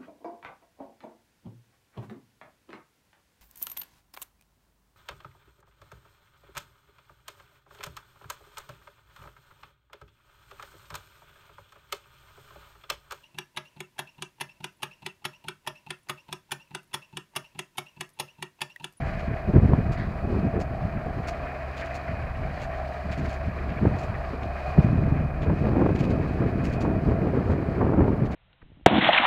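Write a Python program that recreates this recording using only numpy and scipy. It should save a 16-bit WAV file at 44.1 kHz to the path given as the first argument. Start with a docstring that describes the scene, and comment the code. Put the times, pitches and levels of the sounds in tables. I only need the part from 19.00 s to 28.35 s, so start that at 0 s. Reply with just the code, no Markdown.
"""On a farm road, some way off, a tractor drives a slurry spreader. Periodic firing gives the exhaust
drone, and pump and gears on the same shaft add wavering whines. The pump howls, the engine knocks and
rattles, the turbocharger whistles and the turbulent jet rushes. Eddies in the wind buffet the
microphone, more and more towards the end, and shoes scuff lightly on the gravel close by."""
import sys
import numpy as np
from scipy import signal
from scipy.fft import rfft, irfft, next_fast_len
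from scipy.io import wavfile
from scipy.ndimage import uniform_filter1d

SR = 44100
rng = np.random.default_rng(int(sys.argv[2]) if len(sys.argv) > 2 else 0)


def master_out(mix):
    """Clip the mix to full scale and print it as 16-bit PCM to the path in sys.argv[1]."""
    frames = np.transpose(np.atleast_2d(mix))
    ceiling = np.clip(frames, -1, 1)
    pcm = np.round(ceiling * 32767).astype(np.int16)
    wavfile.write(sys.argv[1], SR, pcm)


N = 412335
TIME = np.arange(N) / SR

# exhaust drone: (time [s], firing rate [Hz], level [dB])
EXHAUST = [(0, 70.2, -39.8), (1.3, 70.4, -39), (2.0, 70.1, -39.8), (3.4, 70.0, -38.8), (4.0, 70.0, -36.2),
           (4.8, 70.4, -36), (6.4, 70.2, -36.3), (8.3, 70.0, -39.8), (9.35, 70.0, -40.8)]

def exhaust_and_drivetrain():
    """Periodic firing sounds its fundamental; pump and gears, on one shaft, keep fixed ratios to it."""
    firing_hz, level_db = curves(EXHAUST)
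    firing = phase(firing_hz * (1 + .001 * wander(rate=3)))
    drone = amp(level_db) * np.sqrt(2) * np.sin(firing)
    shaft = firing / 70  # phase of a 1 Hz tone at 70 Hz firing
    return drone + gear_mesh(shaft) + whines(shaft)


# how well the breeze carries gear whine and pump howl: (time [s], gain [dB])
PROPAGATION = [(0, 2), (0.7, -1), (1.3, -1.5), (1.7, 1), (2.5, 1.5), (2.75, -1), (3.0, 1.5), (3.4, -0.5),
               (3.95, 3), (4.6, -3.5), (5.0, 1.5), (5.35, -2), (5.7, 3.5), (6.1, -1.5), (7.3, -1.5),
               (7.8, -0.5), (8.6, -1), (9.35, -4.5)]

def gear_mesh(shaft):
    """Meshing teeth radiate a tone, which scattering in moving air broadens."""
    mesh_hz, level_db = 666, -44 + curves(PROPAGATION)[0]
    waver = phase(7 * wander(rate=7))
    return amp(level_db) * scattered_tone(mesh_hz * shaft + waver, width_hz=4.7, direct_share=.6)


# weaker pump and gear tones: (frequency at 70 Hz firing [Hz], level [dB], line width [Hz])
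WHINES = [(134, -45, 0.83), (265, -55.5, 3.9), (377.4, -55, 9.4), (596, -55.5, 5.95), (613.6, -50.5, 9.2),
          (695, -60, 14), (793, -62.5, 10), (1622, -56.5, 8.88), (2370, -63.5, 12)]

def whines(shaft):
    """Varying load modulates each tone in frequency and amplitude."""
    out = np.zeros(N)
    for hz, db, width in WHINES:
        waver = phase(.576 * width * wander(rate=4.9))
        out += amp(db + 2.5 * wander(width)) * np.sin(hz * shaft + waver)
    return out


# spectrum of the pump housing: (frequency [Hz], relative level [dB])
HOWL_SPECTRUM = [(400, -36), (550, -13.5), (595, 1.5), (630, 6.5), (662, -2.5), (695, 5.5), (745, 2.5),
                 (800, -1.5), (880, -21), (1200, -45.5)]

def pump_howl():
    """Resonance of the housing confines the pump's noise to a narrow band."""
    level_db = -41.5 + curves(PROPAGATION)[0] + 2 * wander(rate=9.2)
    return amp(level_db) * colour(noise(), HOWL_SPECTRUM)


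# strength of the knock: (time [s], level [dB])
KNOCK_LEVELS = [(0, -40.5), (1.5, -40.5), (2.9, -39), (4.0, -40.5), (5.6, -36.5), (6.4, -39.5),
                (9.35, -40.5)]
# its spectrum: (frequency [Hz], relative level [dB])
KNOCK_SPECTRUM = [(15, -16), (45, 15.5), (130, 6.5), (300, -5.5), (520, 3.5), (880, -1), (1150, 2),
                  (1450, -4.5), (1800, -18), (2600, -39.5), (4000, -83.5)]

def engine_knock(fade_db):
    """Rapid, irregular amplitude modulation of low noise is heard as knocking."""
    clatter = noise() * amp(fade_db + 1.6 * wander(rate=76))
    return amp(curves(KNOCK_LEVELS)[0]) * colour(clatter, KNOCK_SPECTRUM)


# the machine's upper bands: (time [s], rattle level [dB], jet level [dB])
TREBLE_LEVELS = [(0, -42, -58.5), (0.5, -46.5, -62), (1.0, -47.5, -63), (1.3, -50, -62), (1.8, -48, -64),
                 (2.3, -46.5, -60.5), (3.0, -42.5, -58.5), (3.3, -45.5, -61), (4.0, -46.5, -59.5),
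                 (4.75, -45, -60.5), (5.3, -46.5, -59), (5.8, -44.5, -57.5), (6.2, -47.5, -63.5),
                 (6.75, -46.5, -60), (7.5, -46, -61), (8.05, -48.5, -62.5), (8.45, -47, -60),
                 (9.35, -50.5, -68.5)]
# their spectra: (frequency [Hz], relative level [dB])
RATTLE_SPECTRUM = [(900, -11), (1400, -1.5), (1650, 2.5), (1880, 2), (2100, -2), (2300, -1), (2460, -1.5),
                   (2620, -10), (3400, -22), (5000, -60.5)]
JET_SPECTRUM = [(1500, -16), (2900, 5), (3500, -3.5), (3950, 2), (4250, 2), (4600, 1.5), (5100, -3),
                (5600, -9), (6300, -10), (7100, -12.5), (8200, -16), (11000, -25.5), (16000, -27.5)]

def rattle_and_jet(fade_db):
    """Engine vibration and jet turbulence radiate broadband noise in spurts."""
    rattle_db, jet_db = curves(TREBLE_LEVELS)
    rattle = colour(noise() * amp(fade_db + 2.2 * wander(rate=36)), RATTLE_SPECTRUM)
    swell_db = 1.15 * wander(rate=5)
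    jet = colour(noise() * amp(fade_db + wander(rate=67)), JET_SPECTRUM)
    return amp(rattle_db) * rattle + amp(jet_db + swell_db) * jet


# turbocharger whistle: (time [s], frequency [Hz], level [dB])
TURBO = [(0, 2490, -72), (0.65, 2483, -58), (1.05, 2490, -64), (1.35, 2505, -60), (1.75, 2490, -69),
         (2.6, 2490, -62), (3.2, 2470, -54.5), (3.5, 2487, -65), (4.25, 2493, -59), (4.5, 2489, -65),
         (5.0, 2508, -60), (5.3, 2477, -61), (5.8, 2457, -55.5), (6.6, 2488, -51.5), (6.85, 2477, -58.5),
         (7.2, 2520, -54), (7.8, 2477, -61), (9.35, 2486, -69)]

def turbocharger():
    """A fast rotor radiates a thin, wavering tone in a wider band of flow noise."""
    hz, db = curves(TURBO)
    angle = phase(hz + 5 * wander(rate=10.85))
    skirt = scattered_tone(angle + 2 * np.pi * 40 * TIME, width_hz=82, direct_share=0)
    gain = amp(db + 3 * wander(rate=2))
    whistle = scattered_tone(angle, width_hz=11, direct_share=.98)
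    return gain * (whistle + amp(-2.5) * skirt)


# spectra of large and of small eddies: (frequency [Hz], relative level [dB])
RUMBLE_SPECTRUM = [(10, -42), (25, -55), (45, -9.5), (75, 1.5), (130, 0), (200, -6.5), (320, -27),
                   (700, -81.5), (2000, -102)]
BUFFET_SPECTRUM = [(60, -21.5), (150, -5.5), (260, 1.5), (400, -1.5), (560, -9), (800, -28), (1300, -27.5),
                   (2500, -41.5), (6000, -72), (16000, -90)]

def wind():
    """Turbulent pressure at the microphone: large eddies rumble, small ones buffet and die first."""
    flurry_db = 2.3 * wander(rate=10.6)
    rumble_db = eddy_level(flurry_db, column=0, fall_s=.016)
    buffet_db = eddy_level(flurry_db, column=1, fall_s=.014)
    heave = heaving(rumble_db, buffet_db)
    eddies = noise() * amp(3.7 * wander(rate=178))
    rumble = amp(rumble_db) * steadied(colour(eddies, RUMBLE_SPECTRUM), seconds=.068)
    buffet = amp(buffet_db) * steadied(colour(eddies, BUFFET_SPECTRUM), seconds=.034)
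    return heave + rumble + buffet + tearing(eddies, buffet_db)


# breeze between gusts: (time [s], rumble level [dB], buffet level [dB])
BREEZE = [(0, -31.5, -49.5), (0.42, -42.5, -48.5), (0.75, -30.5, -42), (1.17, -36.5, -50),
          (1.65, -34, -47.5), (2.3, -44, -47.5), (2.7, -61, -52), (3.4, -36.5, -52), (3.8, -47.5, -54),
          (4.4, -45, -54), (4.65, -35.5, -43), (5.05, -40.5, -45.5), (5.65, -41.5, -60), (6.35, -33, -45),
          (6.9, -26, -28), (7.7, -31, -37.5), (8.65, -30.5, -32), (9.35, -31, -35)]
# gusts: (arrival [s], hold [s], rumble level [dB], buffet level [dB])
GUSTS = [(0.283, 0.051, -29.5, -37), (0.487, 0.018, -23.5, -31.5), (0.551, 0.027, -15, -20.5),
         (0.627, 0.025, -16, -29.5), (0.694, 0.046, -19, -27), (0.785, 0.027, -30, -32),
         (0.86, 0.05, -27, -41.5), (1.004, 0.033, -29, -41), (1.084, 0.012, -26, -37),
         (1.243, .02, -28, -35), (1.295, 0.095, -28, -30), (1.444, 0.029, -22.5, -30),
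         (1.548, 0.054, -28, -29.5), (1.834, .02, -24, -55), (1.94, 0.028, -31, -52),
         (2.069, .025, -36, -36.5), (2.178, .03, -28.5, -40.5), (3.108, 0.015, -26, -60),
         (3.198, .02, -30, -62), (3.42, .2, -39, -60), (4.055, 0.049, -32.5, -45.5),
         (4.183, 0.096, -29.5, -38), (4.467, .025, -27.5, -45), (4.822, 0.059, -24, -28),
         (4.925, 0.023, -24, -36), (5.102, .02, -27, -50), (5.313, .04, -48, -37.5),
         (5.438, .02, -33, -40.5), (5.779, 0.021, -18, -23.5), (5.855, 0.023, -24, -30.5),
         (5.906, 0.26, -23, -33.5), (6.2, 0.039, -22.5, -38.5), (6.474, 0.068, -24, -29),
         (6.642, 0.048, -30, -27.5), (6.748, 0.12, -35, -26), (7.414, 0.027, -28, -27.5),
         (7.544, .04, -32, -30.5), (7.842, 0.076, -32, -27), (8.08, 0.04, -21.5, -27),
         (8.232, 0.051, -27.5, -26.5), (8.341, 0.063, -39, -26), (8.488, 0.031, -23, -31.5),
         (8.575, 0.033, -32, -29.5), (8.786, 0.36, -29.5, -26.5), (8.989, 0.036, -19.5, -24.5)]

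def eddy_level(flurry_db, column, fall_s):
    """Incoherent sources add in power: breeze plus gusts, in dB, for one size of eddy."""
    rise_s = .012
    power = amp(curves(BREEZE)[column] + flurry_db) ** 2
    for arrival, hold, *levels in GUSTS:
        near = span(arrival - .1, arrival + hold + .3)
        t = TIME[near] - arrival
        envelope = np.exp(-(np.minimum(t, 0) / rise_s) ** 2 - np.maximum(t - hold, 0) / fall_s)
        power[near] += (amp(levels[column]) * envelope) ** 2
    return 10 * np.log10(power)


# spectrum of the heaving air: (frequency [Hz], relative level [dB])
HEAVE_SPECTRUM = [(8, -36.5), (20, -9.5), (32, 13.5), (48, 12.5), (60, -4), (72, -23), (110, -50.5)]

def heaving(rumble_db, buffet_db):
    """Inertia makes the deepest air motion lag the gusts; strong, dull ones drive it most."""
    slow_db = lagged(rumble_db)
    dullness_db = slow_db - lagged(buffet_db)
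    level_db = -25 + .62 * slow_db + .53 * dullness_db + 1.3 * wander(rate=5.6)
    return amp(level_db) * steadied(colour(noise(), HEAVE_SPECTRUM), seconds=.082)


# sharp rips in the gusts: (time [s], peak level [dB], half length [s])
RIPS = [(0.554, -36, 0.004), (0.734, -21.5, 0.0014), (4.857, -30, 0.0023), (5.78, -27.5, 0.004),
        (6.502, -33.5, 0.0028), (6.865, -23, 0.0034), (7.419, -29, 0.004), (7.851, -30, .003),
        (8.338, -30.5, .003), (8.498, -28.5, 0.0041), (8.812, -30.5, .003), (8.845, -28, 0.0074),
        (9.062, -28, 0.0036)]
# spectrum of tearing air: (frequency [Hz], relative level [dB])
TEARING_SPECTRUM = [(300, -1), (600, 5), (850, 7.5), (1300, -4.5), (2000, -17.5), (3500, -44), (8000, -95)]

def tearing(eddies, buffet_db):
    """Flow separates at the edge of the microphone port when a strong gust lasts."""
    sustained_db = uniform_filter1d(buffet_db, size=4500)
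    envelope = amp(1.99 * sustained_db + 13.3)  # nearly a square law
    for time, db, half_s in RIPS:
        envelope += amp(db) / (1 + ((TIME - time - half_s / 2) / half_s) ** 2)
    flutter = colour(eddies * amp(4.6 * wander(rate=23)), TEARING_SPECTRUM)
    return envelope * steadied(flutter, seconds=.082)


# single hard eddies: (time [s], peak level [dB], centre frequency [Hz])
THUMPS = [(0.562, -8, 151), (0.586, -8, 91), (0.646, -14.5, 134), (0.789, -11, 145), (4.854, -8.5, 360),
          (4.87, -11, 150), (5.793, -3.5, 112), (5.848, -8.5, 165), (5.932, -9.5, 153), (6.771, -11, 168),
          (8.998, -8, 180), (9.009, -12.5, 215)]

def thumps():
    """A vortex crossing the port is one dip of pressure between two shoulders."""
    out = np.zeros(N)
    for time, db, hz in THUMPS:
        near = abs(TIME - time) < .05
        offset_squared = (np.pi * hz * (TIME[near] - time)) ** 2
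        out[near] -= amp(db) * (1 - 2 * offset_squared) * np.exp(-offset_squared)
    return out


# shoes on gravel: (time [s], grit level [dB], crunch level [dB])
SCUFFS = [(0.188, -52, -51), (0.918, -45, -56), (0.98, -58, -66), (1.598, -42, -54), (2.275, -35.5, -49.5),
          (2.769, -46, -49), (2.8, -51, -52), (2.85, -49, -55), (2.943, -42, -58), (3.598, -52, -50),
          (3.618, -44, -55), (4.115, -44.5, -45), (4.175, -48, -58), (4.243, -48, -53.5), (4.292, -45, -52),
          (4.329, -48, -59.5), (4.69, -58, -48), (4.987, -45, -61), (5.023, -48, -59.5), (5.422, -54, -52),
          (5.687, -54, -58), (6.417, -54, -50), (6.951, -49.5, -51), (6.99, -45.5, -47), (7.035, -50, -54),
          (7.097, -50, -55), (7.642, -40.5, -50), (7.684, -54, -64), (7.723, -46, -52.5),
          (7.807, -42.5, -54), (8.508, -54, -58), (9.244, -55, -55), (9.309, -49, -52)]
# spectra of full-range grit and a narrower crunch around 2-3 kHz: (frequency [Hz], relative level [dB])
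GRIT_SPECTRUM = [(2000, 12), (3500, -9), (4500, 4), (5600, -2.5), (6900, 0), (8200, -10.5), (10500, -15),
                 (12500, -24.5), (16000, -16)]
CRUNCH_SPECTRUM = [(500, -34), (1200, -44), (2200, 20), (3000, 13.5), (4300, 6), (6000, -17), (10000, -53)]

def scuffs():
    """Random impacts of fine grains merge into a swell of noise; single stones tick above it."""
    rise_s, ticks_per_s = .02, 120
    grit, crunch = np.zeros((2, N))
    for time, grit_db, crunch_db in SCUFFS:
        near = span(time - .009, time + .25)
        age = (TIME[near] - TIME[near][0]) / rise_s
        swell = (age * np.exp(1 - age)) ** 3
        grit[near] += amp(grit_db) * swell
        crunch[near] += amp(crunch_db) * swell
    ticks = amp(22.5) * np.sign(noise()) * (rng.random(N) < ticks_per_s / SR)
    grains = noise() * amp(2.7 * wander(rate=180)) + ticks
    return grit * colour(grains, GRIT_SPECTRUM) + crunch * colour(grains, CRUNCH_SPECTRUM)


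# spectrum of a dragged sole: (frequency [Hz], relative level [dB])
SCRAPE_SPECTRUM = [(1000, -20), (1700, 10), (2050, 6), (2500, -12), (3400, -12), (4500, -10), (5400, -24),
                   (8000, -48)]

def scrape():
    """Sliding friction of a sole on the road gives one longer rub."""
    middle_s, half_s, peak_db = 1.01, .055, -42
    envelope = amp(peak_db) * np.exp(-((TIME - middle_s) / half_s) ** 2)
    return envelope * colour(noise() * amp(1.8 * wander(rate=120)), SCRAPE_SPECTRUM)


def scattered_tone(angle, width_hz, direct_share):
    """Scattering spreads the power that does not arrive directly over the line width; rms 1."""
    direct, scattered = np.sqrt(2 * direct_share), np.sqrt(1 - direct_share)
    in_phase = direct + scattered * wander(width_hz)
    quadrature = scattered * wander(width_hz)
    return in_phase * np.sin(angle) + quadrature * np.cos(angle)


def colour(x, spectrum):
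    """Filtering imposes the spectrum on x, with a steep roll-off above its last point; rms 1."""
    size = next_fast_len(N + 4096)
    hz, db = np.transpose(spectrum)
    bins = np.fft.rfftfreq(size, 1 / SR)
    gain = amp(np.interp(np.log(bins + 1), np.log(hz), db)) / np.maximum(bins / hz[-1], 1) ** 2
    return unit_rms(irfft(rfft(x, size) * gain, size)[:N])


def wander(rate):
    """Low-pass noise of rms 1 that fluctuates up to rate times a second."""
    size = 8192
    hz = np.fft.rfftfreq(size, N / SR / size)
    slow = irfft(rfft(rng.standard_normal(size)) / np.sqrt(1 + (hz / rate) ** 6))
    return unit_rms(np.interp(np.arange(N), np.linspace(0, N, size), slow))


def steadied(x, seconds):
    """Division by the running rms holds the level at 1 and leaves the quick peaks."""
    size = int(seconds * SR)
    power = uniform_filter1d(uniform_filter1d(x ** 2, size), size)
    return x / np.sqrt(abs(power) + 1e-9)


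def lagged(db, seconds=.37):
    """A moving average of amplitude, mostly over the past, in dB."""
    size = int(seconds * SR)
    return 20 * np.log10(uniform_filter1d(amp(db), size, origin=size // 4))


def curves(rows):
    """Linear interpolation of each column over time."""
    times, *columns = np.transpose(rows)
    return [np.interp(TIME, times, column) for column in columns]


def span(start_s, end_s):
    """The samples between two times."""
    return slice(max(int(start_s * SR), 0), int(end_s * SR))


def phase(hz):
    """Phase is the integral of frequency."""
    return 2 * np.pi * np.cumsum(hz) / SR


def amp(db):
    """Decibels to gain."""
    return np.exp(np.asarray(db) * np.log(10) / 20)


def unit_rms(x):
    """Scales to rms 1."""
    return x / np.sqrt(np.mean(x ** 2) + 1e-20)


def noise():
    """White noise."""
    return rng.standard_normal(N)


def scene():
    """Superposition of distant machine, near feet and wind at one microphone."""
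    machine = pump_howl()
    fade_db = .78 * wander(rate=10.2)  # turbulence on the path fades knock, rattle and jet together
    machine += engine_knock(fade_db) + rattle_and_jet(fade_db)
    machine += exhaust_and_drivetrain() + turbocharger()
    return (machine + scuffs() + scrape() + wind() + thumps())[None]


def record(dry):
    """Microphone saturation rounds the hardest thumps; short end fades, faint hiss and a band limit."""
    ceiling, fade_s, hiss_db, cutoff_hz = .72, .004, -72.5, 15750
    rounded = dry / (1 + (dry / ceiling) ** 6) ** (1 / 6)
    fades = np.minimum(np.minimum(TIME, TIME[::-1]) / fade_s, 1)
    lowpass = signal.firwin(511, cutoff_hz, window=("kaiser", 9), fs=SR)
    return signal.oaconvolve(fades * rounded + amp(hiss_db) * noise(), lowpass[None], "same")


dry = scene()
out = record(dry)
master_out(out)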